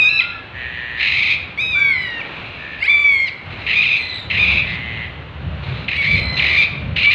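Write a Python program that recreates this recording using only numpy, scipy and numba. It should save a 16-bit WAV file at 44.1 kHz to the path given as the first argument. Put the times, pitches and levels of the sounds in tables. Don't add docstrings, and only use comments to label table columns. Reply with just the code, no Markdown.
import sys
import numpy as np
from scipy import signal
from scipy.fft import rfft, irfft
from scipy.io import wavfile
from scipy.ndimage import uniform_filter1d, minimum_filter1d
from numba import njit

SR = 44100
rng = np.random.default_rng(int(sys.argv[2]) if len(sys.argv) > 2 else 0)


def transcribe(u):
    v = np.clip(np.atleast_2d(u).T, -1, 1)
    q = np.round(v * 32767).astype(np.int16)
    wavfile.write(sys.argv[1], SR, q)


def amplitude_ratio(level_db):
    exponent = np.asarray(level_db, float) / 20
    return 10 ** exponent


N = 315178
T = np.arange(N) / SR

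# t/s, level/dB
WIND = [(0, -41.5), (.6, -42.5), (1.6, -39.5), (2.3, -41.5), (2.6, -40.5), (3.4, -45.5), (3.5, -34.5),
        (4.1, -40), (4.5, -33), (5.2, -34), (5.7, -38.5), (6.5, -33.5), (7.15, -38)]
# t/s, level over the wind/dB, half width/s
BUFFETS = [
    (4.4, 5.5, 0.04),
    (4.54, 7, 0.1),
    (5.49, 10.5, 0.11),
    (5.75, 10, 0.15),
    (6.18, 14, 0.16),
    (6.89, 10.5, 0.22),
]
# f/Hz, level/dB
RUMBLE = [(12, -61), (20, -26), (37, -26.5), (54, -7.5), (75, 3.5), (147, 1), (195, -6), (354, -23),
          (600, -18), (780, -33.5), (1320, -120)]
# t/s, level over the leaves/dB, half width/s
RUSTLES = [
    (2.31, 5.5, 0.23),
    (3.58, 2.5, 0.12),
    (4.5, 4.5, 0.16),
    (5.72, 4.5, 0.12),
    (6.42, 5.5, 0.19),
    (7.05, 2, 0.08),
    (5.3, -2.5, .2),
]
# f/Hz, level/dB
LEAVES = [(150, -11.5), (250, -3.5), (700, -5.5), (1400, -5.5), (2200, -7), (2800, -6), (3300, -12),
          (4200, -17.5), (5000, -36), (6000, -41), (8000, -51.5), (15500, -68.5)]
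# t/s, length/s, f/Hz, level/dB, glide/Hz
WHISTLES = [
    (0.032, .17, 1660, -39.5, 76),
    (0.184, 0.22, 1430, -34.5, -38.5),
    (0.312, 0.15, 1760, -39.5, -75.5),
    (1.745, .22, 1615, -30, -39),
    (4.072, .09, 4240, -32, -500),
    (6.5, 0.29, 1195, -43, 0),
]
# t/s, length/s, pulse rate/Hz, throat f/Hz, level/dB
CROAKS = [
    (0.52, 0.59, 123.8, 1895, -28.5),
    (2.567, 0.26, 73.4, 1790, -35),
    (4.601, .5, 117.5, 2090, -29.5),
]
# t/s, level/dB
CLACKS = [
    (3.666, -22.5),
    (4.301, -22),
    (5.88, -17.5),
    (6.394, -10.5),
    (6.964, -17.5),
]
# t/s, length/s, level/dB, throat f/Hz, beak level/dB
RASPS = [(0.975, 0.021, -25, 2080, -7), (0.997, 0.34, -15.5, 2355, -11), (2.24, 0.57, -35, 2458, -18),
         (3.502, .165, -33.5, 2310, -10.5), (3.664, 0.31, -15.5, 2460, -19), (3.997, .2, -37.5, 2158, 2),
         (4.299, 0.3, -15.5, 2448, -21.5), (4.658, 0.098, -30.5, 2200, -2.5),
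         (5.631, .22, -36.5, 2440, -3.5), (5.882, 0.086, -20.5, 2324, -13.5),
         (6.017, 0.18, -17.5, 2310, -10.5), (6.366, 0.028, -18.5, 2450, -4.5),
         (6.395, 0.25, -15, 2378, -10), (6.959, 0.1, -15, 2513, -11.5), (7.101, .06, -13, 2432, -9.5)]
# t/s, length/s
LOCKS = [
    (3.76, .05),
    (4.39, .055),
    (6.07, .09),
    (6.57, .04),
]
BEAK_RANGE_HZ = [1683, 4160]
# t/s, pitch f/Hz, level/dB, beak opening/dB
LONG_SCREAMS = [
    [(0.0, 1298, -11, -15), (0.016, 1242, -12, -1.5), (0.088, 1241, -14, 2.5), (0.1, 1339, -21.5, 1.5),
     (0.196, 1300, -18, 5), (0.21, 1024, -16.5, 0.5), (0.235, 916, -41, 6.5)],
    [(1.575, 1065, -22.5, -4.5), (1.618, 1267, -21, 5), (1.71, 1267, -26.5, 11), (1.76, 1169, -14, -6),
     (1.9, 1113, -14, -6.5), (1.95, 1030, -20.5, -6), (2.05, 981, -26.5, 1), (2.198, 910, -28.5, -8.5),
     (2.22, 734, -34, 4)],
    [(2.862, 937, -35.5, 17), (2.882, 1103, -11.5, -10.5), (2.902, 1177, -13, 0.5), (3.0, 1151, -13.5, -5),
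     (3.088, 1151, -11, -9.5), (3.192, 1062, -18.5, -2), (3.25, 1075, -17.5, -5), (3.28, 992, -30, 5),
     (3.3, 778, -35, 1.5)],
]
SHORT_SCREAMS = [
    [(2.8, 649, -38.5, -1.5), (2.826, 712, -23.5, 3.5), (2.833, 754, -14, -8.5), (2.862, 887, -24, 5.2)],
    [(3.97, 1066, -34.5, 10), (4.05, 1018, -34, 14.5), (4.17, 997, -36, 15.5), (4.21, 928, -44.5, 21),
     (4.27, 870, -55.5, 18)],
    [(5.965, 1103, -27, 1), (5.991, 1149, -19, -1.5), (6.02, 1110, -17.5, -9)],
    [(6.15, 1040, -35.5, 14.5), (6.21, 1020, -35, 14.5), (6.384, 1014, -27, 11), (6.4, 1017, -43, 1.5)],
    [(7.04, 1167, -16, -5), (7.074, 1150, -10, -15), (7.098, 1163, -14.5, -4), (7.115, 1216, -9, -19)],
]
# roughness/0-1, tremor depth/0-1, odd partials level/dB
SCREAM_ROUGH = [(.15, .15, 0), (.08, 0, 0), (.06, 0, 0), (.15, 0, 0), (.2, .4, -14), (.1, .1, 0),
                (.17, .45, -14), (.1, .1, 0)]
# f/Hz, level/dB
THROAT = [(1300, -29), (1600, -23), (1830, -1.1), (2700, 1.64), (3100, -15.5), (3600, -10), (4150, -11),
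          (4700, -30)]
# f/Hz, level/dB
UPPER = [(4300, 33), (4750, 29), (5150, 10), (5800, 6.5), (6400, 2), (7200, 3), (8500, 1), (10000, -11.5),
         (12000, -12), (15500, -23)]

BEAK_HZ, TOP_HZ = 3424, 6020


def unit(x):
    return x / np.sqrt(np.mean(x ** 2) + 1e-18)


def play(table, fade=0.002):
    s, *columns = np.transpose(table)
    i = np.arange(int(max(s[0], 0) * SR), min(int(s[-1] * SR), N))
    since_start = T[i] - s[0] + (s[0] < .02)
    until_end = s[-1] - T[i] + (s[-1] > T[-1] - .02)
    edge = np.clip(np.minimum(since_start, until_end) / fade, 0, 1)
    return i, [np.interp(T[i], s, c) for c in columns], edge


def span(start, length, fade):
    i, (t,), edge = play([(start, 0), (start + length, length)], fade)
    return i, t, edge


def walk(rate, size):
    k = max(int(SR / rate), 1)
    noise = rng.standard_normal(N + 1)[:size]
    return unit(uniform_filter1d(uniform_filter1d(noise, k), k))


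def hiss(size):
    return rng.standard_normal(N)[:size]


def tone(hz):
    return np.sin(2 * np.pi * np.cumsum(hz) / SR)


def bumps(rows):
    return sum(db * np.exp(-((T - s) / width) ** 2) for s, db, width in rows)


def spectrum_db(points, hz):
    f, db = np.transpose(points)
    return np.interp(np.log(hz + 1), np.log(f), db)


def bands(points, flicker_db, rate):
    hz, out = np.arange(N // 2 + 1) * SR / N, 0
    noise = rfft(rng.standard_normal(N)) * amplitude_ratio(spectrum_db(points, hz))
    for centre in np.arange(4, 14.5, .5):
        share = np.clip(1 - 2 * np.abs(np.log2(hz + 1) - centre), 0, 1)
        out = out + irfft(noise * share, N) * amplitude_ratio(flicker_db * walk(rate, N))
    return unit(out)


@njit
def svf(x, hz, width):
    y, b, l = np.empty(len(x)), 0., 0.
    for i in range(len(x)):
        g, k = np.tan(np.pi * hz[i] / SR), width / hz[i]
        v = (b + g * (x[i] - l)) / (1 + g * (g + k))
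        b, l, y[i] = 2 * v - b, l + 2 * g * v, k * v
    return y


def ring(x, hz, width_hz):
    hz = hz + np.zeros(len(x))
    once = svf(x, hz, 1. * width_hz)
    return unit(svf(once, hz, 1. * width_hz))


def pulses(hz, jitter, scatter_db):
    chance = rng.standard_normal((N // 20, 2)).T
    cycle = np.cumsum(hz / SR)
    due = np.arange(1, int(cycle[-1])) + 0.
    count = len(due)
    drift = np.cumsum(jitter * chance[0, :count]) * 0.33
    due += drift + jitter * chance[0, 1:count + 1]
    at = np.interp(due, cycle, np.arange(len(hz)) + 0.)
    out, whole = np.zeros(len(hz) + 1), at.astype(int)
    size = amplitude_ratio(scatter_db * chance[1, :count])
    np.add.at(out, whole, size * (1 - at + whole))
    np.add.at(out, whole + 1, size * (at - whole))
    return out[:-1] - out.mean()


def beak(x):
    return signal.sosfilt(signal.cheby1(4, 1, BEAK_RANGE_HZ, "bandpass", fs=SR, output="sos"), x)


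def wind():
    strength = np.interp(T, *np.transpose(WIND))
    hum = ring(rng.standard_normal(N), 69., 7)
    rumble = bands(RUMBLE, 2.5, 12) + amplitude_ratio(-9) * hum
    leaf_db = -31 + 0.28 * strength + bumps(RUSTLES)
    leaves = amplitude_ratio(leaf_db + 4.5) * bands(LEAVES, 0.5, 54)
    return amplitude_ratio(strength + bumps(BUFFETS) + 1.24) * rumble + leaves


def trees(x):
    t = T[:int(1.2 * SR)]
    patches = amplitude_ratio(2.5 * walk(25, len(t)))
    onset = np.clip((t - .008) / .02, 0, 1)
    noise = rng.standard_normal((2, len(t))) * patches * onset
    low_pass = signal.butter(3, 4430, fs=SR, output="sos")
    dull = signal.sosfilt(low_pass, noise[0]) * amplitude_ratio(-60 * t / 0.6)
    tail = dull + amplitude_ratio(-3) * noise[1] * amplitude_ratio(-60 * t / .5)
    sway = .86 + .5 * walk(350, N)
    return amplitude_ratio(-9.5) * signal.fftconvolve(x * sway, tail / np.sqrt(np.sum(tail ** 2)))[:N]


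def whistles():
    out = np.zeros(N)
    for start, length, hz, db, glide_hz in WHISTLES:
        i, t, edge = span(start, length, 0.015)
        end = (t / length) ** 4
        scoop = 0.21 * np.exp(-t / length / 0.078)
        hz = (hz + glide_hz * t / length) * (1 - scoop - 0.077 * end)
        loudness = amplitude_ratio(db - 7.5 * end + 0.63 * walk(37, len(i)))
        out[i] += np.sqrt(2) * edge * loudness * tone(hz)
    return out


def croaks():
    out = np.zeros(N)
    for start, length, rate, hz, db in CROAKS:
        i, t, edge = span(start, length, 0.055)
        hz = hz * (1 - 0.062 * length * (2 * t / length - 1) ** 2)
        width = 2.6 * rate
        beat = pulses(rate * (1 - .05 * t / length), .005, 1.)
        puff = unit(uniform_filter1d(beat, size=200) * hiss(len(i)))
        core, rough = unit(beat) + .25 * puff, unit(beat) + 1.1 * puff
        voice = ring(core, hz, width) + amplitude_ratio(-3) * ring(rough, 1.24 * hz, 1000)
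        voice = voice + amplitude_ratio(-28.0) * ring(rough, BEAK_HZ, 900)
        out[i] += edge * amplitude_ratio(db) * (beak(voice) + amplitude_ratio(-44.0) * ring(rough, TOP_HZ, 2200))
    return out


def clacks():
    out = np.zeros(N)
    for start, db in CLACKS:
        i, t, edge = span(start, .012, .001)
        hz = 2220 + (3600 - 2220) * np.exp(-t / .004)
        out[i] += edge * amplitude_ratio(db + 4.3 * walk(1300, len(i))) * tone(hz)
    return out


def rasps():
    release = .17
    swing_start, swing_held, swing_locked = .22, .11, .025
    out = np.zeros(N)
    locked = sum((T > s) & (T < s + length) for s, length in LOCKS)
    locked = uniform_filter1d(locked + 0., size=600)
    for start, length, db, hz, beak_db in RASPS:
        i, t, edge = span(start, length * (1 + release), .0015)
        young = np.exp(-t / 0.052)
        db = db - 2 * young - 26 * np.maximum(t / length - 1, 0) / release
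        hz = hz * (1 - 0.0298 * young)
        top_db = -33.5 + 0.35 * beak_db - 4.5 * young
        unrest = swing_held + (swing_start - swing_held) * np.exp(-t / .12)
        settled = np.minimum(np.cumsum(locked[i]) / 500, 1)
        hz = hz * (1 - .045 * (settled[-1] - settled))
        db = db + 2.5 * locked[i]
        unrest = unrest * (1 - .2 * settled)
        unrest = unrest + (swing_locked - unrest) * locked[i]
        fold = np.tanh(ring(hiss(len(i)), 95.55, 50)) + .3 * walk(700, len(i))
        flutter = amplitude_ratio((2 + 12 * unrest) * np.tanh(walk(300, len(i))))
        source = unit(pulses(hz / 2 * (1 + unrest * fold), .01, 1.5)) * flutter
        airy = source + .7 * flutter * hiss(len(i))
        throat = ring(source, hz + 30, 1250)
        main = beak(throat + amplitude_ratio(beak_db) * ring(airy, BEAK_HZ + 200, 1400))
        main = main + amplitude_ratio(-29.5) * ring(airy, hz * 0.54, 820)
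        top = ring(airy, TOP_HZ, 820) + amplitude_ratio(-11) * ring(airy, 8200., 1800)
        top = top + amplitude_ratio(-17.0) * ring(airy, 11500., 4000)
        top = unit(top) + amplitude_ratio(7.0) * ring(airy, 4720.0, 920)
        out[i] += edge * amplitude_ratio(db) * (main + amplitude_ratio(top_db) * top)
    return out


def screams():
    out = np.zeros(N)
    for table, (rough, tremor, odd_db) in zip(LONG_SCREAMS + SHORT_SCREAMS, SCREAM_ROUGH):
        i, (hz, level, opening), edge = play(table, 0.0013)
        n = len(i)
        glide = uniform_filter1d(np.abs(np.gradient(np.log(hz))) * SR, size=300)
        rough = rough + .034 * glide
        wobble = .04 * rough * walk(500, n) + .004 * walk(22, n)
        phase = 2 * np.pi * np.cumsum(hz * (1 + wobble)) / SR
        low = 0
        for k in range(1, 5):
            db = level + spectrum_db(THROAT, k * hz) + odd_db * (k % 2)
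            db = db + opening * np.clip((k * hz - 2700) / 300, 0, 1)
            low = low + amplitude_ratio(db + 10 * rough * walk(200, n)) * np.sin(k * phase)
        upper_db = level - 47 + opening - 23 * np.maximum(rough - .25, 0)
        high = 0
        for k in range(5, 14):
            db = upper_db + spectrum_db(UPPER, k * hz) + odd_db * (k % 2) / 2
            db = db + 6 * walk(12, n) - 60 * (k * hz > 16000)
            high = high + amplitude_ratio(db) * np.sin(k * phase)
        breath = np.minimum(.1 + 2.5 * rough, 1)
        high = high * (1 - breath + breath * walk(350, n))
        shake = 1 + tremor * np.sin(2 * np.pi * 68.6 * T[i])
        out[i] += np.sqrt(2) * edge * (low + high) * shake
    return out


def scene():
    birds = screams() + rasps() + clacks() + croaks() + whistles()
    return (birds + trees(birds) + wind())[None]


def roll_off(x):
    return signal.sosfilt(signal.butter(12, 15500, fs=SR, output="sos"), x)


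def record(dry):
    room_left = np.minimum(.85 / (np.abs(dry) + 1e-9), 1)
    gain = uniform_filter1d(minimum_filter1d(room_left, size=401), size=201)
    return roll_off(gain * dry)


dry = scene()
out = record(dry)
transcribe(out)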